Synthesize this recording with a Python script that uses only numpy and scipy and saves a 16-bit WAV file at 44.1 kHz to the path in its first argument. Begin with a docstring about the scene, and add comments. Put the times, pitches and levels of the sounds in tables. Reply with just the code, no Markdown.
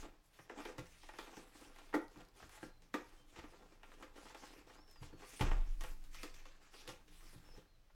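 """From the start, hands pack a book and cards into a hollow cardboard box on a cloth-covered table in a
quiet room: knocks ring box modes under noise bursts, strokes on glossy paper are gated hiss and grains.
Thuds ring table modes; card corners flick as 1 ms noise ticks. From 2.7 s a small bird outside whistles
in gliding sines. At 5.4 s the box lands and the table shakes the microphone stand, which swings out in
slow sines. Sparser handling and the last whistles follow; stand wobble and filtered-noise air run throughout."""
import sys
import numpy as np
from scipy import signal
from scipy.fft import rfft, irfft
from scipy.io import wavfile
from scipy.ndimage import uniform_filter1d

SR = 44100
rng = np.random.default_rng(int(sys.argv[2]) if len(sys.argv) > 2 else 0)


def persist_wave(psi):
    """Save psi, clipped to +-1, as 16-bit WAV."""
    counts = np.round(np.clip(psi, -1, 1) * 32767).astype(np.int16)
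    wavfile.write(sys.argv[1], SR, np.atleast_2d(counts).T)


def volts_from_db(level):
    """Convert decibel levels to linear amplitude ratios."""
    exponent = np.asarray(level, float) / 20
    return 10 ** exponent


N = 350574

# Levels are relative: the functions trim them. t60_s holds at lasting=1.
# knocks in the box: start_s, snap_db, box_db, hiss_db, wall_hz
KNOCKS = [(0.389, -47, -62.5, -70, 422), (0.496, -39, -49.5, -68, 484), (0.653, -37.5, -48, -53.5, 434),
          (0.688, -48, -52, -74, 440), (0.782, -40, -48.5, -51.5, 430), (1.033, -50, -68, -63, 326),
          (1.089, -41.5, -75, -63.5, 328), (1.137, -47, -69, -70, 554), (1.187, -36.5, -49.5, -52.5, 465),
          (1.269, -49, -62, -68, 444), (1.369, -49, -52.5, -58, 312), (1.649, -55, -64.5, -80, 296),
          (1.761, -52, -82, -65, 619), (1.786, -49, -71, -62, 423), (1.928, -40, -60, -76, 480),
          (1.939, -25, -33, -70, 298), (2.158, -53.5, -59, -85, 226), (2.204, -49, -65, -72, 223),
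          (2.4, -49, -75, -75, 320), (2.426, -46.5, -62.5, -77, 221), (2.494, -54, -76, -62, 283),
          (2.576, -50, -80, -72, 423), (2.628, -41, -48, -68, 296), (2.821, -63, -70, -65.5, 319),
          (2.941, -28.5, -36.5, -48.5, 324), (3.361, -48.5, -70, -69, 342), (3.389, -42.5, -57.5, -62, 290),
          (3.439, -46, -52.5, -72, 269), (3.533, -52, -62.5, -79, 380), (3.832, -46, -78, -65, 243),
          (3.917, -51, -70, -73, 452), (3.937, -59, -67, -65, 315), (4.025, -42, -59.5, -60, 382),
          (4.156, -51, -57, -81, 487), (4.177, -51, -55.5, -82, 490), (4.3, -47, -71, -74, 290),
          (4.346, -42.5, -59, -61, 470), (4.562, -59, -59.5, -83, 380), (4.697, -49, -65, -73, 345),
          (4.879, -62, -70, -72, 285), (4.958, -54.5, -73, -71, 436), (5.025, -49, -59.5, -68, 258),
          (5.127, -55, -58.5, -88, 300), (5.222, -47, -58, -79, 296), (5.394, -40, -56, -53, 300),
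          (5.409, -25.5, -37.5, -43.5, 280), (5.513, -32.5, -49, -58.5, 415), (5.809, -42, -69, -49, 272),
          (5.838, -39.5, -61, -51.5, 490), (6.04, -77, -81, -64, 300), (6.146, -52, -80, -53.5, 226),
          (6.233, -41.5, -49.5, -47, 314), (6.342, -66, -70, -58, 337), (6.455, -48, -67, -64, 288),
          (6.74, -52, -64, -68, 436), (6.877, -55, -53, -48.5, 477), (6.891, -42.5, -55.5, -50.5, 544),
          (7.08, -66, -68, -66, 221), (7.535, -70, -64, -81, 450), (7.575, -70, -56, -65.5, 436),
          (7.899, -61, -94, -87, 264)]
# hollow box modes: mode_hz, share_db, t60_s
BOX_MODES = [(232.6, -5, 0.1), (303.5, -4.5, 0.16), (338.8, -7, 0.18), (351.5, -0.5, 0.05), (426, 5, 0.078),
             (505.3, -5.5, 0.16), (552, -16, 0.094), (640, -12, 0.044)]
# stiffer panel and edge modes: mode_hz, share_db, t60_s
EDGE_MODES = [(719.7, -10, 0.081), (846, -6.5, 0.062), (906, -6.5, 0.067), (1042, -7, 0.024),
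              (1213, 1, 0.014), (1406, -13, 0.086), (1643, -9, 0.034), (1892, -12.5, 0.056),
              (1996, -13, 0.027), (2450, -25, 0.018), (2853, -10, 0.022), (3660, -11, 0.01)]
# noise of card edges meeting: freq_hz, level_db
SNAP_SPECTRUM = [(150, -50), (300, -1), (800, -4.5), (2000, -3), (3200, -10), (5000, -31), (9000, -66)]
# skin on glossy paper: freq_hz, level_db (per Hz)
SWISH_SPECTRUM = [(200, -34), (500, -8), (1000, -5.5), (2500, -1), (4000, -6), (5800, -5), (8500, -12),
                  (11000, -14.5), (15500, -23.5)]
# cards dragging: freq_hz, level_db (per Hz)
DRAG_SPECTRUM = [(88, -52), (150, -20), (231, -12.5), (485, -5.5), (611, -10), (807, -8.5), (1540, -13.5),
                 (6000, -29.5), (7800, -27), (13200, -120)]
# hand strokes on box and cards: start_s, length_s, skin_db, drag_db, extra_treble_db (light touch)
STROKES = [(0., 0.018, -62, -56, 0.5), (0.243, 0.046, -84.5, -101, 8), (0.338, 0.094, -74, -75, 6),
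           (0.498, .08, -75, -60, -12), (0.582, 0.11, -66.5, -58, 2), (0.847, 0.4, -71.5, -73.5, 2),
           (1.186, 0.22, -68.5, -63, 1), (1.388, 0.11, -76, -67.5, 5.5), (1.546, 0.1, -69, -63, 3),
           (1.673, 0.27, -75, -65, 2), (1.99, 0.044, -77, -68, 3), (2.112, .12, -75.5, -63, 1),
           (2.371, 0.091, -70.5, -66.5, 2), (2.519, 0.049, -65, -63.5, 2), (2.623, 0.03, -67, -64, 2),
           (2.824, .03, -82, -71.5, -6), (2.965, 0.24, -76.5, -69.5, 1.5), (3.285, .08, -76, -78, 2),
           (3.369, 0.027, -66.5, -59, -5), (3.422, 0.17, -76, -62.5, 1), (3.63, 0.13, -81, -66.5, 1.5),
           (3.856, 0.068, -77, -64, 4), (3.996, 0.044, -74, -62, 1), (4.168, .14, -68, -61, 1),
           (4.383, 0.095, -65.5, -57.5, -0.5), (4.476, .13, -71.5, -66, 2), (4.68, 0.075, -71, -60.5, -0.5),
           (4.894, 0.035, -77, -72, 3), (5.032, 0.018, -64, -62, 0), (5.2, 0.038, -66.5, -62, 0),
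           (5.26, 0.17, -64.5, -67, 4), (5.421, 0.048, -64, -43.5, -5), (5.55, 0.33, -75.5, -71, 0),
           (5.823, 0.096, -69, -74, 8), (6.001, 0.14, -80, -82, 0), (6.141, 0.11, -65, -68, 2.5),
           (6.357, 0.049, -69, -75, 1), (6.418, 0.14, -75, -74, -3), (6.623, 0.046, -70.5, -73, 0),
           (6.74, 0.077, -63.5, -68, 0), (6.876, 0.031, -78, -60, -1), (7.116, 0.23, -73, -72, 7),
           (7.263, 0.32, -78.5, -66.5, 0)]
# card corners flicking free: start_s, level_db
TICKS = [(0.7928, -54), (1.0894, -58), (1.1374, -59), (2.0178, -54), (2.0818, -51), (2.1594, -58),
         (2.174, -54), (2.1864, -56), (2.207, -53), (2.216, -56), (2.2344, -60), (2.2508, -54),
         (2.2868, -55), (4.3477, -49), (4.375, -51), (4.9127, -50), (6.0474, -59), (6.1439, -50),
         (6.232, -34.5), (6.347, -50), (6.4682, -58), (7.0174, -70), (7.0834, -65), (7.5696, -57)]
# flick noise: freq_hz, level_db
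TICK_SPECTRUM = [(1500, -25), (4500, 8), (8000, -6), (12000, -4.5), (15500, -10)]
# bumps reaching the microphone through the table: start_s, level_db, favoured_hz
THUDS = [(0.395, -59.5, 113), (0.784, -44.5, 132), (1.37, -58, 172), (2.171, -55.5, 172), (2.42, -56, 72.7),
         (2.627, -52.5, 235), (3.384, -51.5, 72), (5.012, -46, 102), (5.13, -55, 136), (5.407, -28.5, 97),
         (5.513, -43.5, 79), (5.83, -52.5, 81), (6.883, -54, 124), (7.359, -52.5, 125), (7.573, -57.5, 154)]
# table top modes: mode_hz, share_db, t60_s
TABLE_MODES = [(53, 3, 0.31), (78.6, -5.5, 0.77), (95.4, -6, .15), (124, 6, 0.17), (172, 1, 0.3),
               (230.8, -4, 0.21), (298.5, 1.5, 0.17)]
# microphone stand modes: mode_hz, share_db, t60_s
STAND_MODES = [(18.71, -29.5, 2.53), (28.6, -18, 1.04), (34.6, -28, 0.71)]
# arms' weight on the table: time_s, wobble_db
LEANING = [(0., -56.5), (.33, -75.5), (.68, -64.5), (2.2, -66), (3.6, -65.5), (5., -65), (6.1, -59),
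           (6.7, -72), (7.06, -62), (7.59, -59.5), (7.7, -68), (7.95, -68)]
# bird whistles: start_s, length_s, turn_hz, last_hz, level_db
WHISTLES = [(2.697, 0.093, 4160, 3960, -84), (3.172, 0.068, 3125, 3110, -79),
            (4.757, .265, 5430, 4550, -74.5), (5.11, 0.18, 4370, 4450, -82), (7.442, .075, 5400, 5230, -77),
            (7.507, 0.045, 5220, 5370, -70.5), (7.67, 0.1, 4250, 3850, -85)]
# room decay: freq_hz, t60_s
ROOM_DECAY = [(200, 0.18), (1000, 0.36), (4000, 0.23), (12000, 0.13)]
# room air: freq_hz, level_db (per Hz)
AIR_SPECTRUM = [(35, -29), (60, -2), (98, -3), (312, -17.5), (627, -13.5), (910, -19), (1120, -17.5),
                (5450, -24), (10000, -39), (15500, -52)]


def evened(x):
    """Scales to rms 1."""
    return x / np.sqrt(np.mean(x ** 2) + 1e-20)


def loud(x, db, ms):
    """Sets the rms level of the first milliseconds."""
    return volts_from_db(db) * x / np.sqrt(np.mean(x[:round(ms * SR / 1000)] ** 2))


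def add(mix, start_s, sound):
    """Mixes a sound in at a time."""
    part = mix[round(start_s * SR):][:len(sound)]
    part += sound[:len(part)]


def read(points, hz):
    """Reads a spectrum on a log-frequency axis."""
    point_hz, value = np.transpose(points)
    return np.interp(np.log(hz + 1), np.log(point_hz + 1), value)


def colour(x, points):
    """Filters by a spectrum given in dB."""
    gain = volts_from_db(read(points, np.fft.rfftfreq(len(x), 1 / SR)))
    return irfft(rfft(x) * gain, len(x))


def curve(rows, column):
    """One column of a table, sample by sample."""
    rows = np.array(rows)
    return np.interp(np.arange(N) / SR, rows[:, 0], rows[:, column])


def held(rows, rise_db_per_s, fall_db_per_s):
    """Gain of overlapping gestures (start_s, length_s, level_db): each rises, holds and falls away."""
    start_s, length_s, db = np.transpose(rows)[:, :, None]
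    t = np.arange(0, N + 44, 44) / SR
    rise_db = rise_db_per_s * np.maximum(start_s - t, 0)
    fall_db = fall_db_per_s * np.maximum(t - start_s - length_s, 0)
    power = (volts_from_db(db - rise_db - fall_db) ** 2).sum(0)
    return np.interp(np.arange(N) / SR, t, np.sqrt(power))


def ring(modes, spread_db=0., detune=0., lasting=1., seconds=.5):
    """Dying sines; grip and the place of the blow change the share and pitch of each mode."""
    hz, db, t60_s = np.transpose(modes)[:, :, None]
    t = np.arange(round(seconds * SR)) / SR
    share = volts_from_db(db + spread_db * rng.standard_normal(db.shape))
    hz = hz * (1 + detune * rng.standard_normal(db.shape))
    return share * volts_from_db(-60 * t / (lasting * t60_s)) * np.sin(2 * np.pi * hz * t)


def favour(modes, favoured_hz, fall_db):
    """Where the blow lands brings out the modes near one pitch; the rest fall off per octave."""
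    return [(hz, db - fall_db * abs(np.log2(hz / favoured_hz)), t60_s) for hz, db, t60_s in modes]


def rattled(modes, rise_s, rattle):
    """Sum of modes, each swelling in and flickering on its own."""
    flicker = evened(uniform_filter1d(rng.standard_normal(modes.shape), 260, axis=1))
    rise = 1 - np.exp(-np.arange(modes.shape[1]) / SR / rise_s)
    signs = rng.choice([-1., 1.], (len(modes), 1))
    return rise * (modes * signs * (1 + rattle * flicker)).sum(0)


def knocks():
    """Contacts ring edges and walls, loose cards make them flicker; edges snap, paper bursts in hiss."""
    near, t = np.zeros(N), np.arange(SR // 8) / SR
    contact_rise_s, contact_decay_s = 0.00071, 0.0127
    fade = (1 - np.exp(-t / contact_rise_s)) * np.exp(-t / contact_decay_s)
    onset = 4.8 * np.exp(-t / 0.00033)
    for start_s, snap_db, box_db, hiss_db, wall_hz in KNOCKS:
        # blunt contacts lose treble above 2 kHz, the hissiest gain some
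        treble_db = np.clip(1.3 * (hiss_db - snap_db + 23), -30, 6)
        dull = [(1950, 0), (3900, treble_db)]
        # crackle, not smooth hiss
        slips = rng.laplace(size=(2, len(t))) * rng.exponential(size=(2, len(t)))
        edge_modes = [(hz, db + read(dull, hz), t60_s) for hz, db, t60_s in EDGE_MODES]
        edges = ring(edge_modes, spread_db=0.5, detune=0.021, seconds=.25)
        wall_modes = favour(BOX_MODES, wall_hz, fall_db=10)
        walls = ring(wall_modes, spread_db=2.0, detune=0.0094, lasting=0.83, seconds=.25)
        snap = fade * colour(colour(slips[0], SNAP_SPECTRUM), dull)
        hiss = (fade + onset) * colour(slips[1], SWISH_SPECTRUM)
        add(near, start_s, loud(rattled(edges, rise_s=0.0019, rattle=0.88), snap_db - 15.5, ms=32.0))
        add(near, start_s, loud(rattled(walls, rise_s=0.0071, rattle=1.0), box_db, ms=11.0))
        add(near, start_s, loud(snap, snap_db - 14.0, ms=18.0))
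        add(near, start_s, loud(hiss, hiss_db - 3.0, ms=11.6))
    return near


def grains(median_per_s, spread_db):
    """Sparse clicks of uneven size that come in clumps."""
    clumps = np.exp(1.1 * evened(uniform_filter1d(rng.standard_normal(N), 900)))
    size = volts_from_db(spread_db * np.minimum(rng.exponential(1, N), 4)) * rng.choice([-1., 1.], N)
    return evened(size * (rng.random(N) < clumps * median_per_s / SR))


def patchy(x, spread_db):
    """Shifting grip lifts and drops patches of the spectrum."""
    z = signal.stft(x, nperseg=256, noverlap=192)[2]
    field = uniform_filter1d(uniform_filter1d(rng.standard_normal(z.shape), 9, axis=0), 35, axis=1)
    z = z * volts_from_db(spread_db * evened(field))
    return evened(signal.istft(z, nperseg=256, noverlap=192)[1][:N])


def card_drag():
    """Card edges catch on the box and ring it, over a coloured crackle."""
    catches = grains(median_per_s=1500, spread_db=4.0)
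    box = ring(BOX_MODES + EDGE_MODES, lasting=0.68, seconds=.25).sum(0)
    body = evened(signal.oaconvolve(catches, box)[:N])
    scrape = evened(colour(catches, DRAG_SPECTRUM))
    return patchy(0.54 * body + 0.79 * scrape, spread_db=1.5)


def paper_hiss():
    """Skin on glossy paper: hiss with a little crackle and dry catches of skin and card edges."""
    friction = rng.standard_normal(N) + 0.54 * grains(median_per_s=900, spread_db=4.5)
    swish = patchy(colour(friction, SWISH_SPECTRUM), spread_db=3.0)
    catches = colour(grains(median_per_s=70, spread_db=3.0), SWISH_SPECTRUM)
    return swish + 0.29 * evened(colour(catches, [(2000, 6), (14000, 1.5)]))


def rubbing():
    """Strokes gate card drag and paper hiss; paper slides on after each knock."""
    skin_db_per_s, drag_db_per_s = (458, 300), (322, 135)  # rise, fall
    settle_db, settle_fall_db_per_s = -11.5, 189  # re knock hiss_db
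    skin_rows = [(s, length_s, db) for s, length_s, db, _, _ in STROKES]
    drag_rows = [(s, length_s, db) for s, length_s, _, db, _ in STROKES]
    gloss_rows = [(s, length_s, db + treble_db) for s, length_s, db, _, treble_db in STROKES]
    settle_rows = [(s, 0, hiss_db + settle_db) for s, _, _, hiss_db, _ in KNOCKS]
    skin = held(skin_rows, *skin_db_per_s)
    gloss = held(gloss_rows, *skin_db_per_s)
    cards = held(drag_rows, *drag_db_per_s)
    settling = held(settle_rows, 2000, settle_fall_db_per_s)
    paper = paper_hiss()
    treble = colour(paper, [(4000, -32), (9000, 2.5)])
    rubbed = np.hypot(skin, settling) * (paper - treble) + np.hypot(gloss, settling) * treble
    return cards * card_drag() + volts_from_db(4.5) * rubbed


def flicks():
    """A card corner flicks free: bright noise decaying with a 1 ms time constant."""
    out, t = np.zeros(N), np.arange(512) / SR
    for start_s, db in TICKS:
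        tick = colour(rng.standard_normal(512), TICK_SPECTRUM) * np.exp(-t / 0.001)
        add(out, start_s, loud(tick, db - 7.5, ms=0.86))
    return out


def thuds():
    """A soft push of 2.2 ms rings the table top."""
    out, push = np.zeros(N), signal.windows.hann(round(0.0022 * SR))
    for start_s, db, favoured_hz in THUDS:
        modes = ring(favour(TABLE_MODES, favoured_hz, fall_db=10.5), seconds=1.)
        top = rattled(modes, rise_s=0.0016, rattle=0.23)
        add(out, start_s, loud(signal.fftconvolve(push, top), db - 9.0, ms=64))
    return out


def stand():
    """Arms on the table wobble the stand; the landing box lifts wobble and murmur and starts a slow swing."""
    set_down_s, swing_rise_s, murmur_trim_db = 5.412, 0.12, -14.5
    wobble = colour(rng.standard_normal(N), [(12, -32), (20, 8), (33, -3.5), (50, -13), (85, -47.5)])
    murmur = signal.oaconvolve(rng.standard_normal(N), ring(TABLE_MODES).sum(0))[:N]
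    shaken = 1.5 + held([(set_down_s + 0.074, .08, 8)], rise_db_per_s=300, fall_db_per_s=40)
    moving = np.sqrt(shaken) * evened(wobble) + volts_from_db(murmur_trim_db) * shaken * evened(murmur)
    out = volts_from_db(curve(LEANING, 1)) * moving
    swing = ring(STAND_MODES, seconds=3.8).sum(0)
    add(out, set_down_s, swing * (1 - np.exp(-np.arange(len(swing)) / SR / swing_rise_s)))
    return out


def bird():
    """Near-pure whistles: pitch bends to an early turn, then to its end, with slight flutter."""
    out = np.zeros(N)
    turn_at, start_share = 0.28, 0.96  # shares of the length, and of the turn-to-last interval
    for start_s, length_s, turn_hz, last_hz, db in WHISTLES:
        u = np.arange(0, length_s, 1 / SR) / length_s
        before = start_share * (1 - u / turn_at) ** 2
        after = ((u - turn_at) / (1 - turn_at)) ** 2
        bend = np.where(u < turn_at, before, after)
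        flutter = evened(uniform_filter1d(rng.standard_normal((2, len(u))), 150, axis=1))
        hz = (turn_hz + (last_hz - turn_hz) * bend) * (1 + 0.0063 * flutter[0])
        tone = np.sqrt(2) * np.sin(2 * np.pi * np.cumsum(hz) / SR)
        add(out, start_s, volts_from_db(db + 1.4 * flutter[1]) * tone * signal.windows.tukey(len(u), .2))
    return out


def room(x):
    """A noise tail whose bands die at their own speeds."""
    taps = rng.standard_normal(SR // 2) * (np.arange(SR // 2) > 150)
    hz, t, z = signal.stft(taps, SR, nperseg=256)
    decay = volts_from_db(-60 * t / read(ROOM_DECAY, hz)[:, None])
    tail = signal.istft(z * decay, SR, nperseg=256)[1]
    return signal.oaconvolve(x, tail / np.linalg.norm(tail))[:N]


def room_air():
    """Steady filtered noise at -77 dB rms."""
    return volts_from_db(-77) * evened(colour(rng.standard_normal(N), AIR_SPECTRUM))


def scene():
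    """Hands and box in the room, table and stand through the mount, bird and room air."""
    near = colour(knocks() + flicks() + rubbing(), [(100, -46), (210, -2.5)])  # near sounds carry little below 200 Hz
    whistles = bird()
    reverb = volts_from_db(-8.0) * room(near + whistles)
    return (near + reverb + thuds() + stand() + whistles + room_air())[None]


def low_pass(x):
    """Removes everything above the highest recorded frequency."""
    return signal.sosfilt(signal.butter(12, 16460, fs=SR, output="sos"), x)


def record(dry):
    """Delivers the finished mix."""
    return low_pass(dry)


dry = scene()
out = record(dry)
persist_wave(out)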